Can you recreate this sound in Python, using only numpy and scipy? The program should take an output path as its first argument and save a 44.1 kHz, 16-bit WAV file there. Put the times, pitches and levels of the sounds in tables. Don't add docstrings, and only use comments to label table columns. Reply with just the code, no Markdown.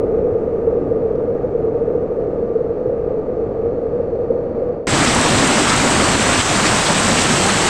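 import sys
import numpy as np
from scipy import signal
from scipy.io import wavfile
from scipy.ndimage import uniform_filter1d

SR = 44100
rng = np.random.default_rng(int(sys.argv[2]) if len(sys.argv) > 2 else 0)


def volts_from_decibels(level):
    exponent = np.asarray(level, float) / 20
    return 10 ** exponent


def transcribe(signal):
    frames = np.atleast_2d(signal).T
    limited = np.clip(frames, -1, 1)
    pcm = np.round(limited * 32767).astype(np.int16)
    wavfile.write(sys.argv[1], SR, pcm)


N = 339129
CUT_S = 4.8697


def rush(foam, points, rings, layers, low_hz, high_hz, bubbly, patchy_db, flicker_db, steady, splashes):
    water = np.sqrt(1 - bubbly) * rng.standard_normal(len(foam)) + np.sqrt(bubbly) * foam
    hz, t, z = signal.stft(water, SR, nperseg=1024, noverlap=896)
    s = t - .5

    z = z / np.sqrt(uniform_filter1d((abs(z) ** 2).mean(1), size=25))[:, None]
    z = steadied(z, hz, steady)
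    z = z / np.sqrt(uniform_filter1d((abs(z) ** 2).mean(1), size=3))[:, None]

    shape = volts_from_decibels(colour_db(points, rings, hz, s))
    body_db, low_db, high_db = layer_db(*layers, s)
    low = 1 / (1 + (hz / low_hz) ** 4)
    high = 1 / (1 + (high_hz / (hz + 1)) ** 4)
    bands = [(low, low_db, hz < low_hz),
             (1 - low - high, body_db, (hz >= low_hz) & (hz < high_hz)),
             (high, high_db, hz >= high_hz)]
    field_db = 0
    for part, db, inside in bands:
        present_db = 10 * np.log10((shape[inside] ** 2).sum(0) * 4 / 3)
        field_db = field_db + part[:, None] * (db - present_db)

    for (at_s, centre_hz, db, length_s), breadth in splashes:
        spread = np.exp(-(np.log((hz + 1) / centre_hz) / breadth) ** 2)
        field_db = field_db + np.outer(db * spread, bell(s - at_s, length_s))

    patches = blotches(z.shape, bins=14, frames=24)
    flicker = blotches(z.shape, bins=200, frames=6)
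    z = z * shape * volts_from_decibels(field_db + patchy_db * patches + flicker_db * flicker)
    return signal.istft(z, SR, nperseg=1024, noverlap=896)[1][SR // 2:][:N]


def bubbles(per_s, spread_db, cycles):
    out = np.zeros(N + SR)
    for hz in np.geomspace(80, 16000, num=30):
        t = np.arange(0, cycles / hz, 1 / SR)
        rising = 1 + 0.061 * hz * t / cycles
        tone = np.sin(2 * np.pi * hz * t * rising) * np.hanning(len(t))
        chance, size = rng.random(len(out)), rng.exponential(1, len(out))
        often = per_s * hz / 1000
        train = (chance < often / SR) * volts_from_decibels(spread_db * np.minimum(size, 4))
        out += evened(signal.oaconvolve(train, tone)[:len(out)]) * np.sqrt(hz)
    return evened(out)


# (level [dB], drift while turning [dB/s], share of the fade [1])
BLOCKED = [
    (-16, -1.07, 0.61),
    (-29, -0.86, 0.96),
    (-43.5, -0.7, 0.66),
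]
# (frequency [Hz], density [dB/Hz])
FILM = [(8, -19), (25, -12.5), (100, -12.5), (300, -15.5), (600, -18.5), (1000, -33), (1500, -39),
        (2600, -51), (3000, -58.5), (3700, -61.5), (5400, -68.5), (9000, -76), (10500, -87), (16000, -101)]
# (frequency [Hz], width [Hz], boost [dB], pitch drift [Hz/s], boost drift [dB/s])
FILM_RINGS = [
    (458, 64, 16.5, 7, -0.5),
    (1054, 52, -5.5, 2, 0.5),
    (1196, 70, 10, -0.5, -0.5),
    (4440, 240, 2, -0.5, 1.34),
    (6200, 600, 4, -1, 0),
    (8800, 2500, 3.5, -3, -0.45),
    (11800, 1200, 7, -1, -0.8),
]
# (start [s], end [s])
TILT_UP = (0., 3)
# (length [s], gain left [1])
FADE_OUT = (0.19, 0.21)
# (time [s], frequency [Hz], boost [dB], length [s])
SWELLS = [(0.319, 90, 9.5, 0.06), (0.36, 150, -6, 0.069), (0.528, 100, -2, 0.06), (0.673, 60.4, 6, 0.06),
          (0.842, 270, 4.5, 0.11), (0.888, 119, 8, 0.06), (0.952, 60, 3, 0.06), (1.051, 100, 9, 0.074),
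          (1.265, 50, -5.4, 0.06), (1.353, 80.3, 6.5, 0.06), (1.834, 80, 6.5, 0.057), (2.09, 190, 0, 0.06),
          (2.154, 100, -8, 0.12), (2.397, 140.6, 2.5, 0.16), (2.769, 129, -7, 0.06), (2.792, 70, -9, 0.06),
          (2.879, 100, 7, 0.06), (3.001, 80, 0, 0.06), (3.042, 50, 7, 0.06), (3.39, 109, -4.3, 0.1),
          (3.495, 150, 4.5, 0.06), (3.756, 50, 5.5, 0.11), (4.122, 60.5, 8, 0.06), (4.313, 210, 4, 0.06),
          (4.592, 60, 5, 0.06), (4.696, 70, -2, 0.06)]


def blocked_falls(foam):
    return rush(foam, FILM, FILM_RINGS, (BLOCKED, TILT_UP, FADE_OUT), low_hz=250, high_hz=900,
                bubbly=.3, patchy_db=.5, flicker_db=.5, steady=.5, splashes=[(row, .33) for row in SWELLS])


# (level [dB], drift while turning [dB/s], share of the fade [1])
CLEAR = [
    (-16.5, -0.15, 0.98),
    (-19.5, -0.58, 0.54),
    (-23, 0.45, 0.52),
]
# (frequency [Hz], density [dB/Hz])
FOAM = [(8, -19), (20, -5), (80, -5.5), (140, -2), (300, -2), (500, -6), (1200, -9), (3000, -15),
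        (6000, -21), (8500, -28), (10000, -34.5), (12000, -44.5), (14000, -52), (15700, -59.5)]
# (frequency [Hz], width [Hz], boost [dB], pitch drift [Hz/s], boost drift
# [dB/s])
FOAM_RINGS = [
    (445, 15, 3, -32, 0.24),
    (250, 60, 0, -9.5, -0.2),
    (148, 24, -0.5, 0.5, 0.98),
    (8030, 980, 13.5, -0.5, -0.1),
]
# (start [s], end [s])
RISE_UP = (4.3, 8.2)
# (length [s], gain at its start [1])
FADE_IN = (0.074, 0.5)
# (time [s], frequency [Hz], boost [dB], length [s])
SPLASHES = [(5.04, 1760, 2.3, 0.065), (5.083, 4420, 4.5, 0.025), (5.111, 2250, -0.5, 0.02),
            (5.263, 840, 6, 0.02), (5.323, 550, 5, 0.018), (5.431, 550, 1, 0.02), (5.478, 550, -4, 0.023),
            (5.495, 950, 2.8, 0.023), (5.545, 3460, 2, 0.02), (5.626, 840, -7.5, 0.02),
            (5.699, 4710, 6, 0.02), (5.718, 1473, 4.5, 0.06), (5.847, 664, 5.5, 0.02),
            (6.075, 950, 2.5, 0.032), (6.204, 910, -5.0, 0.029), (6.336, 660, 3.5, 0.01),
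            (6.342, 2390, 2.5, 0.053), (6.408, 2880, 4.5, 0.02), (6.417, 550, -2, 0.02),
            (6.43, 2250, -3, 0.02), (6.591, 1220, 5.5, 0.02), (6.643, 1380, 2, 0.02),
            (6.666, 750, -4, 0.06), (6.667, 4990, 4.5, 0.02), (6.73, 660, 3, 0.02), (6.87, 3460, 5, 0.02),
            (6.901, 550, 2, 0.018), (6.911, 1220, 4, 0.035), (6.947, 580, -4, 0.02),
            (6.978, 3060, 4.5, 0.02), (7.016, 790, 2.8, 0.043), (7.183, 2540, 6.5, 0.02),
            (7.213, 5640, 3.5, 0.035), (7.275, 550, -1, 0.014), (7.472, 580, 2.5, 0.074),
            (7.499, 1467, 4.5, 0.02), (7.572, 580, 4.5, 0.024)]
# (time [s], frequency [Hz], boost [dB], length [s])
THUMPS = [(4.923, 140, 9, 0.034), (4.963, 140, 5, 0.03), (4.992, 70, 4, 0.03), (5.079, 220, 2, 0.03),
          (5.149, 60, 6.5, 0.03), (5.181, 80, 12.5, 0.03), (5.23, 110, -6.0, 0.03), (5.323, 140, 8, 0.03),
          (5.326, 420, 2.5, 0.03), (5.364, 80, 12, 0.05), (5.433, 289, 3, 0.11), (5.471, 140, 4, 0.03),
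          (5.506, 120, -3.5, 0.12), (5.547, 450, 4, 0.024), (5.564, 60, 5.0, 0.03), (5.605, 90, -5.5, 0.12),
          (5.611, 321, 3, 0.03), (5.689, 100, 6, 0.03), (5.77, 140, 1.5, 0.071), (5.808, 70, 9, 0.03),
          (5.883, 90, -10.5, 0.03), (5.921, 140, 4.5, 0.027), (5.97, 60, -6.0, 0.03), (5.982, 120, 7, 0.03),
          (6.058, 191, -15, 0.03), (6.087, 140, 0.5, 0.03), (6.121, 80, 9, 0.03), (6.313, 80, 7, 0.03),
          (6.362, 141, -7, 0.12), (6.394, 80, 14, 0.03), (6.438, 220, -10, 0.03), (6.58, 100, 5, 0.05),
          (6.603, 80, -8.5, 0.08), (6.629, 208, -1, 0.12), (6.664, 60, -7, 0.03), (6.699, 101, 6.5, 0.05),
          (6.708, 60, 4.4, 0.03), (6.751, 60, -5, 0.03), (6.835, 180, -7, 0.03), (6.841, 120, -6.5, 0.03),
          (6.998, 60, -6.0, 0.03), (7.053, 60, 6.5, 0.03), (7.134, 100, 8, 0.036), (7.277, 60, -6.5, 0.03),
          (7.308, 260, -0.5, 0.03), (7.349, 140.4, 5.5, 0.03), (7.384, 340, 3.8, 0.036),
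          (7.532, 139.6, -1.5, 0.13), (7.607, 80, -6, 0.03), (7.657, 340, 2, 0.03)]


def open_falls(foam):
    splashes = [(row, .42) for row in SPLASHES] + [(row, .28) for row in THUMPS]
    return rush(foam, FOAM, FOAM_RINGS, (CLEAR, RISE_UP, FADE_IN), low_hz=400, high_hz=4000,
                bubbly=.4, patchy_db=0.76, flicker_db=.5, steady=0.33, splashes=splashes)


# (time [s], peak [dB], frequency [Hz], length [s])
FIRST_GULP = (0, -12.5, 465, .008)
# (time [s], peak [dB], frequency [Hz], length [s])
GULPS = [(0.044, -12, 468, 0.0072), (0.148, -10.5, 448, 0.014), (0.179, -12, 462, 0.014),
         (0.249, -8, 472, 0.011), (0.292, -11.5, 484, 0.015), (0.358, -10, 460, 0.0076),
         (0.626, -14, 478, 0.01), (0.65, -14.5, 476, 0.01), (0.68, -6, 458, 0.0098),
         (0.731, -10, 488, 0.0065), (0.775, -10, 475, 0.012), (0.918, -7.5, 466, 0.0088),
         (0.954, -14.5, 452, 0.014), (0.974, -9.5, 456, 0.0053), (1.059, -10.5, 445, 0.0095),
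         (1.113, -10.5, 452, 0.0043), (1.292, -15, 460, 0.0059), (1.449, -11, 480, 0.0063),
         (1.555, -9.5, 462, 0.0088), (1.592, -14, 462, 0.0117), (1.646, -10.5, 462, 0.014),
         (1.823, -11.5, 466, 0.017), (1.881, -8, 480, 0.008), (1.956, -7, 465, 0.01),
         (2.189, -11.5, 496, 0.0069), (2.247, -17, 436, 0.01), (2.334, -12, 460, 0.0054),
         (2.563, -7.5, 457, 0.015), (2.614, -10, 480, 0.009), (2.861, -8, 446, 0.0053),
         (2.9, -11, 482, 0.0058), (2.926, -12.8, 490, 0.005), (3.082, -9.5, 453, 0.0053),
         (3.372, -14, 487, 0.009), (3.397, -12.5, 445, 0.013), (3.441, -14, 453, 0.017),
         (3.661, -12, 466, 0.018), (3.781, -15.5, 475, 0.013), (3.836, -14, 474, 0.012),
         (3.944, -14.5, 478, 0.016), (4.006, -10.5, 490, 0.0083), (4.133, -12, 471, 0.014),
         (4.309, -5, 485, 0.0073), (4.359, -12.1, 490, 0.012), (4.585, -13.5, 454, 0.015),
         (4.626, -11.5, 508, 0.008), (4.679, -16, 490, 0.018), (4.696, -12, 493, 0.013)]
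# (time [s], peak [dB], frequency [Hz], length [s])
SMALL_GULPS = [(0.217, -11.5, 466, 0.0052), (0.438, -11.5, 463, 0.0068), (0.48, -9.5, 478, 0.0084),
               (0.55, -14.5, 458, 0.014), (0.586, -12.5, 450, 0.0048), (0.751, -12, 460, 0.0048),
               (0.828, -16.5, 444, 0.007), (1.035, -12.5, 466, 0.017), (1.156, -10.5, 480, 0.0066),
               (1.185, -13.2, 498, 0.007), (1.217, -16, 458, 0.006), (1.335, -16, 468, 0.0043),
               (1.682, -13, 449, 0.019), (1.722, -13.5, 469, 0.006), (1.761, -11.5, 464, 0.017),
               (1.906, -10, 466, 0.007), (1.983, -12.5, 480, 0.012), (2.044, -13.5, 500, 0.0086),
               (2.121, -12, 475, 0.0048), (2.281, -11, 451, 0.0046), (2.3, -13, 463, 0.0055),
               (2.397, -15, 495, 0.006), (2.431, -11, 460, 0.011), (2.505, -12, 467, 0.0063),
               (2.524, -14, 461, 0.0078), (2.647, -12.5, 467, 0.0043), (2.71, -11.5, 460, 0.009),
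               (2.783, -14.1, 483, 0.0062), (2.815, -12.9, 480, 0.015), (2.879, -18, 496, 0.0067),
               (2.999, -15, 477, 0.012), (3.045, -15.5, 466, 0.0038), (3.11, -13.5, 487, 0.009),
               (3.145, -13.5, 504, 0.0055), (3.189, -14.4, 438, 0.015), (3.293, -15, 483, 0.008),
               (3.599, -13.5, 457, 0.0079), (3.635, -15.5, 464, 0.0067), (3.691, -18, 479, 0.012),
               (3.862, -11, 472, 0.012), (3.969, -15, 457, 0.011), (4.043, -16, 478, 0.013),
               (4.209, -14.6, 476, 0.02), (4.225, -14, 470, 0.0055), (4.243, -14.5, 466, 0.016),
               (4.396, -14.0, 471, 0.01), (4.568, -16.5, 459, 0.009), (4.665, -19, 492, 0.006)]


def trapped_air(roar, ceiling_db):
    ring = band_of(roar, 380, 580)
    power = uniform_filter1d(ring ** 2, size=300) + 1e-12
    excess = power / uniform_filter1d(power, size=SR // 2) / volts_from_decibels(2 * ceiling_db)
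    calm = (1 + excess ** 4) ** (-1 / 8)
    surges, left = bursts([FIRST_GULP, *GULPS, *SMALL_GULPS])
    return roar + ring * (calm * left * lull_gain() - 1) + surges


# (time [s], depth [dB], length [s])
LULLS = [(0.021, 5.1, 0.011), (0.064, 3, 0.03), (0.403, 6.5, 0.034), (0.453, 12, 0.019), (0.51, 5, 0.027),
         (0.572, 7.5, 0.017), (0.613, 12, 0.016), (0.642, 7, 0.01), (0.713, 10, 0.015), (0.847, 2, 0.02),
         (0.884, 5.6, 0.027), (1.098, 5, 0.017), (1.171, 14, 0.013), (1.262, 12, 0.014), (1.424, 4, 0.034),
         (1.495, 7, 0.028), (1.635, 7, 0.012), (1.71, 5.7, 0.012), (1.844, 12, 0.015), (1.997, 9, 0.013),
         (2.08, 14, 0.017), (2.148, 8, 0.012), (2.312, 10, 0.013), (2.637, 12, 0.012), (2.74, 7.2, 0.024),
         (2.846, 4, 0.011), (3.099, 11, 0.012), (3.254, 6, 0.03), (3.342, 7, 0.012), (3.543, 3, 0.015),
         (3.623, 3, 0.019), (3.808, 3, 0.014), (3.902, 5, 0.023), (4.025, 12, 0.011), (4.261, 11, 0.016),
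         (4.413, 5.3, 0.014), (4.495, 5, 0.03), (4.545, 7.0, 0.028), (4.753, 6, 0.018), (4.842, 0, 0.012)]


def lull_gain():
    t = np.arange(0, N / SR, 1 / 1000)
    lull_db = sum(db * bell(t - s, length_s) for s, db, length_s in LULLS)
    return volts_from_decibels(-np.interp(np.arange(N) / SR, t, lull_db))


# (time [s], peak [dB], frequency [Hz])
GURGLES = [(4.937, -18.5, 323), (5.016, -14, 288), (5.081, -13.5, 242), (5.172, -15, 227.4),
           (5.209, -15.5, 257), (5.28, -18, 310), (5.336, -15.5, 242), (5.38, -19, 267),
           (5.432, -14.5, 276), (5.497, -15.5, 253), (5.542, -17.7, 346), (5.574, -15.5, 229.4),
           (5.603, -16, 294), (5.75, -17.0, 236.6), (5.833, -15, 272.6), (5.873, -14.5, 232.5),
           (5.994, -19.5, 240), (6.102, -18, 208), (6.158, -14, 279), (6.207, -15, 209), (6.399, -18, 247),
           (6.579, -17, 191), (6.631, -15.5, 214), (6.658, -17, 303.5), (6.741, -17.5, 219),
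           (6.905, -17.5, 211), (6.967, -19.5, 190), (7.057, -18, 236), (7.076, -17, 197.4),
           (7.12, -16.5, 254), (7.142, -17.4, 234.4), (7.192, -15.1, 243), (7.314, -13.5, 240),
           (7.381, -18, 362), (7.516, -16.5, 206), (7.655, -17.6, 350)]


def plunge_pool(roar):
    low = band_of(roar, 170, 380)
    length_s = 0.017
    tolls, left = bursts([(*row, length_s) for row in GURGLES])
    return roar + 0.57 * low * (left - 1) + tolls


# (time [s], peak [dB], frequency [Hz])
SPLATS = [(4.9058, -20, 7910), (5.0494, -9, 6000), (5.0779, -14, 5150), (5.1483, -9.5, 8340),
          (5.2136, -12, 7200), (5.474, -9, 7890), (5.5523, -17.5, 8040), (5.5957, -16, 8190),
          (5.694, -15, 7880), (5.7135, -15, 8240), (5.7624, -10.5, 7880), (6.0552, -16, 8110),
          (6.7278, -14.5, 7570), (6.848, -36, 12000), (6.9966, -9.5, 7900), (7.2375, -14, 8100),
          (7.2979, -19.5, 8100), (7.3393, -13.5, 7970), (7.4929, -12.5, 7700), (7.5358, -14.5, 8370),
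          (7.67, -16.5, 7410)]


def spray_on_port():
    return volts_from_decibels(-1.5) * spatter(SPLATS, width=0.17, t60=0.0089)


# (time [s], peak [dB], frequency [Hz], length [s])
TICKS = [
    (1.1569, -41, 4100, .00017),
    (1.384, -37, 1750, .0012),
    (1.3872, -44, 1900, .0012),
]


def film_drips():
    return bursts(TICKS)[0]


CRACKLES = [.361, .474, .66, .9645, 1.113, 1.45, 1.6446, 2.422, 2.56, 2.566, 2.648, 2.8655, 2.901, 3.081,
            4.297]


def faint_crackles(db):
    return spatter([(s, db, 12500) for s in CRACKLES], width=.3, t60=.04)


def spatter(rows, width, t60):
    out, t = np.zeros(N), np.arange(600) / SR
    for s, db, hz in rows:
        band = [hz / (1 + width), min(hz * (1 + width), 15000)]
        puff = rng.standard_normal(len(t)) * volts_from_decibels(-60 * t / t60) * (1 - np.exp(-t / 0.00045))
        puff = signal.sosfilt(signal.butter(4, band, "bandpass", fs=SR, output="sos"), puff)
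        out[round(s * SR):][:len(t)] += volts_from_decibels(db) * puff / abs(puff).max()
    return out


def bursts(rows):
    t, tones, left = np.arange(N) / SR, np.zeros(N), np.ones(N)
    for s, db, hz, length_s in rows:
        near = slice(max(round((s - 3 * length_s) * SR), 0), round((s + 3 * length_s) * SR))
        power = bell(t[near] - s, length_s)
        left[near] *= np.sqrt(1 - power)
        tones[near] -= volts_from_decibels(db) * np.sqrt(power) * np.cos(2 * np.pi * hz * (t[near] - s))
    return tones, left


def layer_db(layers, turn, fade, s):
    turned_s = np.clip(s, *turn) - turn[0]
    length_s, left = fade
    ramp_db = 20 * np.log10(left + (1 - left) * np.clip(abs(s - CUT_S) / length_s, 0, 1))
    return [db + drift * turned_s + share * ramp_db for db, drift, share in layers]


def colour_db(points, rings, hz, s):
    f, db = np.transpose(points)
    total = np.interp(np.log(hz + 1), np.log(f + 1), db)[:, None] + 0 * s
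    for f0, width, boost, rise, grow in rings:
        off = (hz[:, None] - f0 - rise * s) / width
        total = total + (boost + grow * s) / (1 + off ** 2)
    return total


def steadied(z, hz, amount):
    near = np.exp(-((hz[:, None] - hz) / (.2 * hz[:, None] + 40)) ** 2)
    local = uniform_filter1d(near / near.sum(1)[:, None] @ abs(z) ** 2, size=12, axis=1)
    return z / (local + 1e-9) ** (amount / 2)


def blotches(shape, bins, frames):
    rough = uniform_filter1d(rng.standard_normal(shape), size=bins, axis=0)
    return evened(uniform_filter1d(rough, size=frames, axis=1))


def band_of(x, low_hz, high_hz):
    sos = signal.butter(2, [low_hz, high_hz], "bandpass", fs=SR, output="sos")
    return signal.sosfiltfilt(sos, x)


def bell(offset_s, length_s):
    return np.exp(-4 * np.log(2) * (offset_s / length_s) ** 2)


def evened(x):
    return x / np.sqrt(np.mean(x ** 2) + 1e-20)


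def scene():
    foam = bubbles(per_s=250, spread_db=3.0, cycles=5.45)
    dull = trapped_air(blocked_falls(foam), ceiling_db=2.5) + faint_crackles(db=-75) + film_drips()
    bright = plunge_pool(open_falls(foam)) + spray_on_port()
    mono = np.where(np.arange(N) < CUT_S * SR, dull, bright)
    return np.array([mono, mono])


# (time [s], depth [dB], recovery [s])
DIPS = [
    (6.156, 2.5, 0.038),
    (6.413, 2.5, 0.085),
    (6.937, 2, 0.011),
    (7.263, 1.1, 0.047),
    (7.513, 1, 0.084),
]


def limiter(x):
    t = np.arange(N) / SR
    dip_db = sum(db * np.exp(-abs(t - s) / recovery_s) * (t > s) for s, db, recovery_s in DIPS)
    held = x * volts_from_decibels(-uniform_filter1d(dip_db, size=150))
    return 1.5 * np.tanh(held / 1.5)


# (start [s], end [s], level [dB])
APART = [
    (4.896, 5.014, -1.5),
    (5.948, 6.609, 6),
    (7.036, 7.098, 7),
    (7.584, 7.613, -15),
]


def parting():
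    t = np.arange(N) / SR
    return sum(volts_from_decibels(db) * (t > start) * (t < end) for start, end, db in APART)


# (frequency [Hz], level [dB])
MISMATCH = [(60, -26), (110, -24), (200, -52), (380, -27), (700, -31), (1290, -31), (2380, -21),
            (4400, -16), (8120, -15.5), (15000, -35)]


def channel_difference(mono, apart):
    hz, s, z = signal.stft(mono, SR, nperseg=1024)
    scramble = np.exp(2j * np.pi * rng.random(z.shape))
    z = z * scramble * volts_from_decibels(colour_db(MISMATCH, [], hz, s) - 4.0)
    return signal.istft(z, SR, nperseg=1024)[1][:N] * uniform_filter1d(apart, size=400)


def flutter(x, apart):
    hz, s, z = signal.stft(x, SR, nperseg=2048)
    step, sag = rng.random((len(s), 2)).T
    parted = np.interp(s, np.arange(N) / SR, apart) > 0
    edge_hz = 15700 - 550 * (uniform_filter1d(step, size=2) < .5) - 1300 * sag * parted
    kept = (hz[:, None] < edge_hz) | (s < CUT_S + .03)
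    return signal.istft(z * kept, SR, nperseg=2048)[1][:, :N]


def band_limit(x):
    return signal.sosfilt(signal.butter(12, 15630, fs=SR, output="sos"), x)


def record(dry):
    held = limiter(dry)
    apart = parting()
    differ = channel_difference(held[0], apart)
    offset = -.0017
    mix = flutter(held, apart) + np.array([differ, -differ]) + offset
    return band_limit(mix)


dry = scene()
out = record(dry)
transcribe(out)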